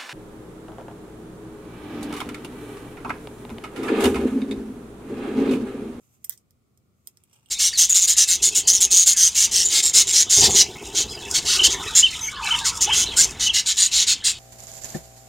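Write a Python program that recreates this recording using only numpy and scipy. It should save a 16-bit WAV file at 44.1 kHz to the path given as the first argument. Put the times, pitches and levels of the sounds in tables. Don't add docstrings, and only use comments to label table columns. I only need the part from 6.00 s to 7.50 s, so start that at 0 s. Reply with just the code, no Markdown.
import sys
import numpy as np
from scipy import signal
from scipy.fft import rfft, irfft
from scipy.io import wavfile

SR = 44100
rng = np.random.default_rng(int(sys.argv[2]) if len(sys.argv) > 2 else 0)


def materialize(psi):
    bounded = np.clip(np.atleast_2d(psi).T, -1, 1)
    quanta = np.round(bounded * 32767).astype(np.int16)
    wavfile.write(sys.argv[1], SR, quanta)


N = 66150
T = np.arange(N) / SR


def undb(db):
    return 10 ** (np.asarray(db) / 20)


def unit(x):
    return x / np.sqrt(np.sum(x ** 2, axis=-1, keepdims=True))


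def decay(t60_s):
    return np.exp(-np.log(1000) * T / max(t60_s, 1e-4))


def envelope(rows):
    return undb(np.interp(T, *np.array(rows).T))


def over_hz(rows):
    hz, value = np.array(rows).T
    bins_hz = np.arange(N + 1) * SR / (2 * N)
    return np.interp(np.log(bins_hz + 1), np.log(hz), value)


def colour(x, spectrum):
    cepstrum = irfft(np.log(undb(over_hz(spectrum))))
    causal_fold = np.r_[1, np.full(N - 1, 2), 1, np.zeros(N - 1)]
    response = np.exp(rfft(cepstrum * causal_fold))
    return irfft(rfft(x, 2 * N) * response)[..., :N]


def steady(x, spectrum):
    return unit(colour(x, spectrum)) * np.sqrt(N)


def delay(x, delay_s):
    k = int(np.clip(round(delay_s * SR), 0, N - 1))
    return np.concatenate([np.zeros(x.shape[:-1] + (k,)), x[..., :N - k]], axis=-1)


def place(x, right_db, lag_s=0.00025):
    return np.array([delay(x, lag_s) * undb(-right_db / 2), x * undb(right_db / 2)])


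def reflections(x, level_db, t60_s, delay_s):
    tail = delay(unit(rng.standard_normal((2, N)) * decay(t60_s)), delay_s)
    return undb(level_db) * signal.fftconvolve(x[None], tail, axes=1)[:, :N]


def desk_scatter(x, level_db):
    return reflections(x, level_db, t60_s=0.043, delay_s=0.0004)


def reverb(x):
    return desk_scatter(x, level_db=-2) + reflections(x, level_db=-8.5, t60_s=0.078, delay_s=0.0045)


# freq_hz, gain_db
RUMBLE_SPECTRUM = [(20, -23), (38, -22.5), (55, -10), (80, -1), (125, -2.5), (170, -6.5), (250, -7.5),
                   (300, -16), (370, -12), (550, -21.5), (780, -25), (950, -39), (3000, -68.5)]
# freq_hz, correlation
RUMBLE_CORRELATION = [(30, .6), (70, 1), (140, 0.55), (300, .55), (700, 0.49), (2000, 0.034),
                      (15000, 0.033)]
# time_s, level_db
RUMBLE_LEVEL = [(0, -66.5), (.3, -66), (.55, -66.5), (.88, -65.5), (1.05, -68), (1.5, -68.5)]
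# freq_hz, gain_db
HISS_SPECTRUM = [(200, -13), (950, 2), (1150, 12), (1400, 8.5), (1600, -2.5), (2250, 4), (2700, -0.5),
                 (5700, -1.5), (8100, .5), (10100, -4), (15500, -2), (16200, -23)]


def room_tone(hum_hz=122.4, hum_db=-78, hiss_db=-77):
    correlation = np.clip(over_hz(RUMBLE_CORRELATION), -0.99, 0.99)
    noise_bins = rfft(rng.standard_normal((2, 2 * N)))
    mid, side = irfft(noise_bins * np.sqrt([1 + correlation, 1 - correlation]))[:, :N]
    rumble = envelope(RUMBLE_LEVEL) * steady(np.array([mid + side, mid - side]), RUMBLE_SPECTRUM)
    hum = np.sqrt(2) * undb(hum_db) * np.sin(2 * np.pi * hum_hz * T)
    hiss = undb(hiss_db) * steady(rng.standard_normal((2, N)), HISS_SPECTRUM)
    return rumble + hum + hiss


def friction(spectrum, rate_per_s, spread_db, right_db, scatter_db):
    sizes = undb(spread_db * np.minimum(rng.exponential(size=N), 3))
    slips = (rng.random(N) < rate_per_s / SR) * sizes * rng.choice([-1, 1], N)
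    rub = colour(place(slips, right_db) + desk_scatter(slips, scatter_db), spectrum)
    return rub / np.sqrt(np.mean(rub ** 2))


# time_s, level_db
PIVOT_LEVEL = [(0, -68.5), (.05, -68.5), (.11, -69), (.15, -65), (.2, -78), (.23, -70.5), (.27, -63),
               (.36, -68), (.41, -73), (.45, -105), (.92, -100), (.98, -80.5), (1.04, -81), (1.08, -58),
               (1.14, -81)]
# freq_hz, gain_db
PIVOT_SPECTRUM = [(400, -7), (1600, -10.5), (2200, -4), (2900, -6), (4500, -15.5), (6000, -3), (7200, 2),
                  (8600, -4.5), (10200, -9), (12000, -5), (14000, -3.5), (16000, -18.5)]


def pivot_rub():
    rub = friction(PIVOT_SPECTRUM, rate_per_s=2800, spread_db=1, right_db=6, scatter_db=1.5)
    return envelope(PIVOT_LEVEL) * rub


def ring(modes, t60_scale, spread_db=1.5):
    shares = undb(spread_db * rng.standard_normal(len(modes)))
    partials = (
        (-1) ** k * shares[k] * undb(db) * np.sin(2 * np.pi * hz * T) * decay(t60_s * t60_scale)
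        for k, (hz, db, t60_s) in enumerate(modes))
    return unit(sum(partials))


# freq_hz, gain_db
CONTACT_SPECTRUM = [(200, -32), (900, -31.5), (1600, -15.5), (4000, -14), (5700, -1), (8300, -1.5),
                    (10500, -9), (13300, -1.5), (15000, -11), (16000, -36.5)]


def contact_snap():
    return unit(colour(signal.unit_impulse(N), CONTACT_SPECTRUM))


def contact_crack(t60_s):
    return unit(colour(rng.standard_normal(N) * decay(t60_s), CONTACT_SPECTRUM))


# pitch_hz, gain_db, t60_s
HANDLE_MODES = [(1600, -21, .012), (2020, -20, .02), (3220, -15, .012), (5144, -15, 0.021),
                (5860, -7, .011), (6950, -6, 0.01206), (8316, -6, .012), (9020, -1, 0.0083),
                (10360, -7, .008), (11940, -8, .009), (13390, -8.5, 0.0092), (14020, -1, 0.0098),
                (14150, -17.5, .006), (14850, -13, 0.011)]
TINT_BANDS_HZ = [1700, 2700, 5000, 8300, 13500]
# start_s, gain_db, tint_db (5 bands), t60_scale, right_db, send_db
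HANDLE_BLOWS = [(0.2428, -21.5, -0.5, 2.5, -6, 0, 4, 0.72, 8.5, -10),
                (0.2456, -13.5, -2, -10.5, -5.5, 2.5, -1, 1.1, 7.5, 0.5),
                (.2950, -2, -5, -13, -3, -6, 7, .8, 9, -11),
                (0.3756, -28, -16, 1, 3.5, 0, -7, 1.2, 6, -0.5),
                (0.5078, -38.5, -4, -1.5, -2, -2, -3, 0.57, 11.5, -1),
                (.7747, -40.5, -12, -4, 3, -4, 1, 1.5, 7, -2),
                (1.0723, -17, -15, -21.5, 3, -1.5, 3.5, .8, 10.5, -4),
                (1.0732, -18.5, -5.5, 6, 0, 1.5, -4.5, 1.04, 2, -2.5),
                (1.1718, -32, 3, 6.5, 0, 0, -5, 0.87, 7.5, -3.5),
                (1.2371, -36, -16, 9.5, -11.5, 4.5, -1.5, 0.95, 7, -2.5)]


def handle_clacks(snap_db=-8.5, crack_db=-2, crack_t60_s=0.0052):
    direct, send = 0, 0
    snap = undb(snap_db) * contact_snap()
    for start_s, gain_db, *tint_db, t60_scale, right_db, send_db in HANDLE_BLOWS:
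        ringing = ring(HANDLE_MODES, t60_scale)
        crack = undb(crack_db) * contact_crack(crack_t60_s * t60_scale)
        clack = colour(snap + ringing + crack, list(zip(TINT_BANDS_HZ, tint_db)))
        clack = delay(clack, start_s) * undb(gain_db)
        direct += place(clack, right_db)
        send += clack * undb(send_db)
    return direct + reverb(send)


# freq_hz, gain_db
CHATTER_SPECTRUM = [(300, -24), (900, -23), (1500, -11), (2000, -1.5), (2300, -15), (2850, -16.5),
                    (3300, -8.5), (4200, -9.5), (5800, 1), (7400, -2.5), (8600, -0.5), (10500, -6.5),
                    (13400, 2), (15200, 1), (16000, -21.5)]


def handle_chatter(start_s=0.299, onset_db=-39, sag_db_per_s=196, hold_s=0.033, stop_db_per_s=499):
    age_s = T - start_s
    sag_db = sag_db_per_s * np.maximum(age_s, 0)
    stop_db = stop_db_per_s * np.maximum(age_s - hold_s, 0)
    buzz = friction(CHATTER_SPECTRUM, rate_per_s=1200, spread_db=2.7, right_db=1.1, scatter_db=5.7)
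    return (age_s > 0) * undb(onset_db - sag_db - stop_db) * buzz


# time_s, level_db
SKIN_LEVEL = [(1.08, -120), (1.13, -85), (1.2, -75.5), (1.28, -76.5), (1.32, -67), (1.34, -63.5),
              (1.38, -66), (1.41, -72.5), (1.44, -71.5), (1.5, -69)]
# freq_hz, gain_db
SKIN_SPECTRUM = [(200, -5), (800, 8), (1300, 1), (1800, -6.5), (2500, 6.5), (3300, 3), (4100, -7.5),
                 (5500, 2), (8200, -0.5), (10000, -2), (13000, -9), (16000, -9.5)]


def finger_rustle():
    rustle = friction(SKIN_SPECTRUM, rate_per_s=700, spread_db=5, right_db=1, scatter_db=2.5)
    return envelope(SKIN_LEVEL) * rustle


# pitch_hz, gain_db, t60_s
LATCH_MODES = [(2805, -6.5, 0.038), (3190, 1, 0.016), (7070, -5, 0.0093), (8080, 3, 0.011),
               (8200, 0.5, .018), (8900, -6, 0.0097), (12200, -24, .01), (15100, -22.5, .02)]
# start_s, gain_db, contact_s
LATCH_TAPS = [(1.2968, -47.5, .01), (1.3297, -39.5, 0.035), (1.3345, -42.5, 0.024), (1.3392, -45, 0.01),
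              (1.3555, -42.5, 0.0083), (1.3615, -41, .003), (1.3803, -52, .008), (1.3963, -49, 0.0043),
              (1.4595, -34, 0.0022), (1.4872, -37.5, 0.0056), (1.4935, -45, .003)]


def latch_ticks(scrape_db=-3.5, contact_ref_s=0.0063):
    ticks = 0
    for start_s, gain_db, contact_s in LATCH_TAPS:
        ringing = ring(LATCH_MODES, t60_scale=0.93)
        scrape_gain = undb(scrape_db) * np.sqrt(contact_s / contact_ref_s)
        scrape = scrape_gain * contact_crack(t60_s=2 * contact_s)
        ticks += delay(ringing + scrape, start_s) * undb(gain_db)
    return place(ticks, right_db=8) + reverb(ticks)


def scene():
    impacts = handle_clacks() + latch_ticks() + handle_chatter()
    rubbing = pivot_rub() + finger_rustle()
    return impacts + rubbing + room_tone()


def record(dry):
    cutoff_hz = 15800
    lowpass = signal.ellip(8, 0.2, 70, cutoff_hz, fs=SR, output="sos")
    return signal.sosfilt(lowpass, dry)


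dry = scene()
out = record(dry)
materialize(out)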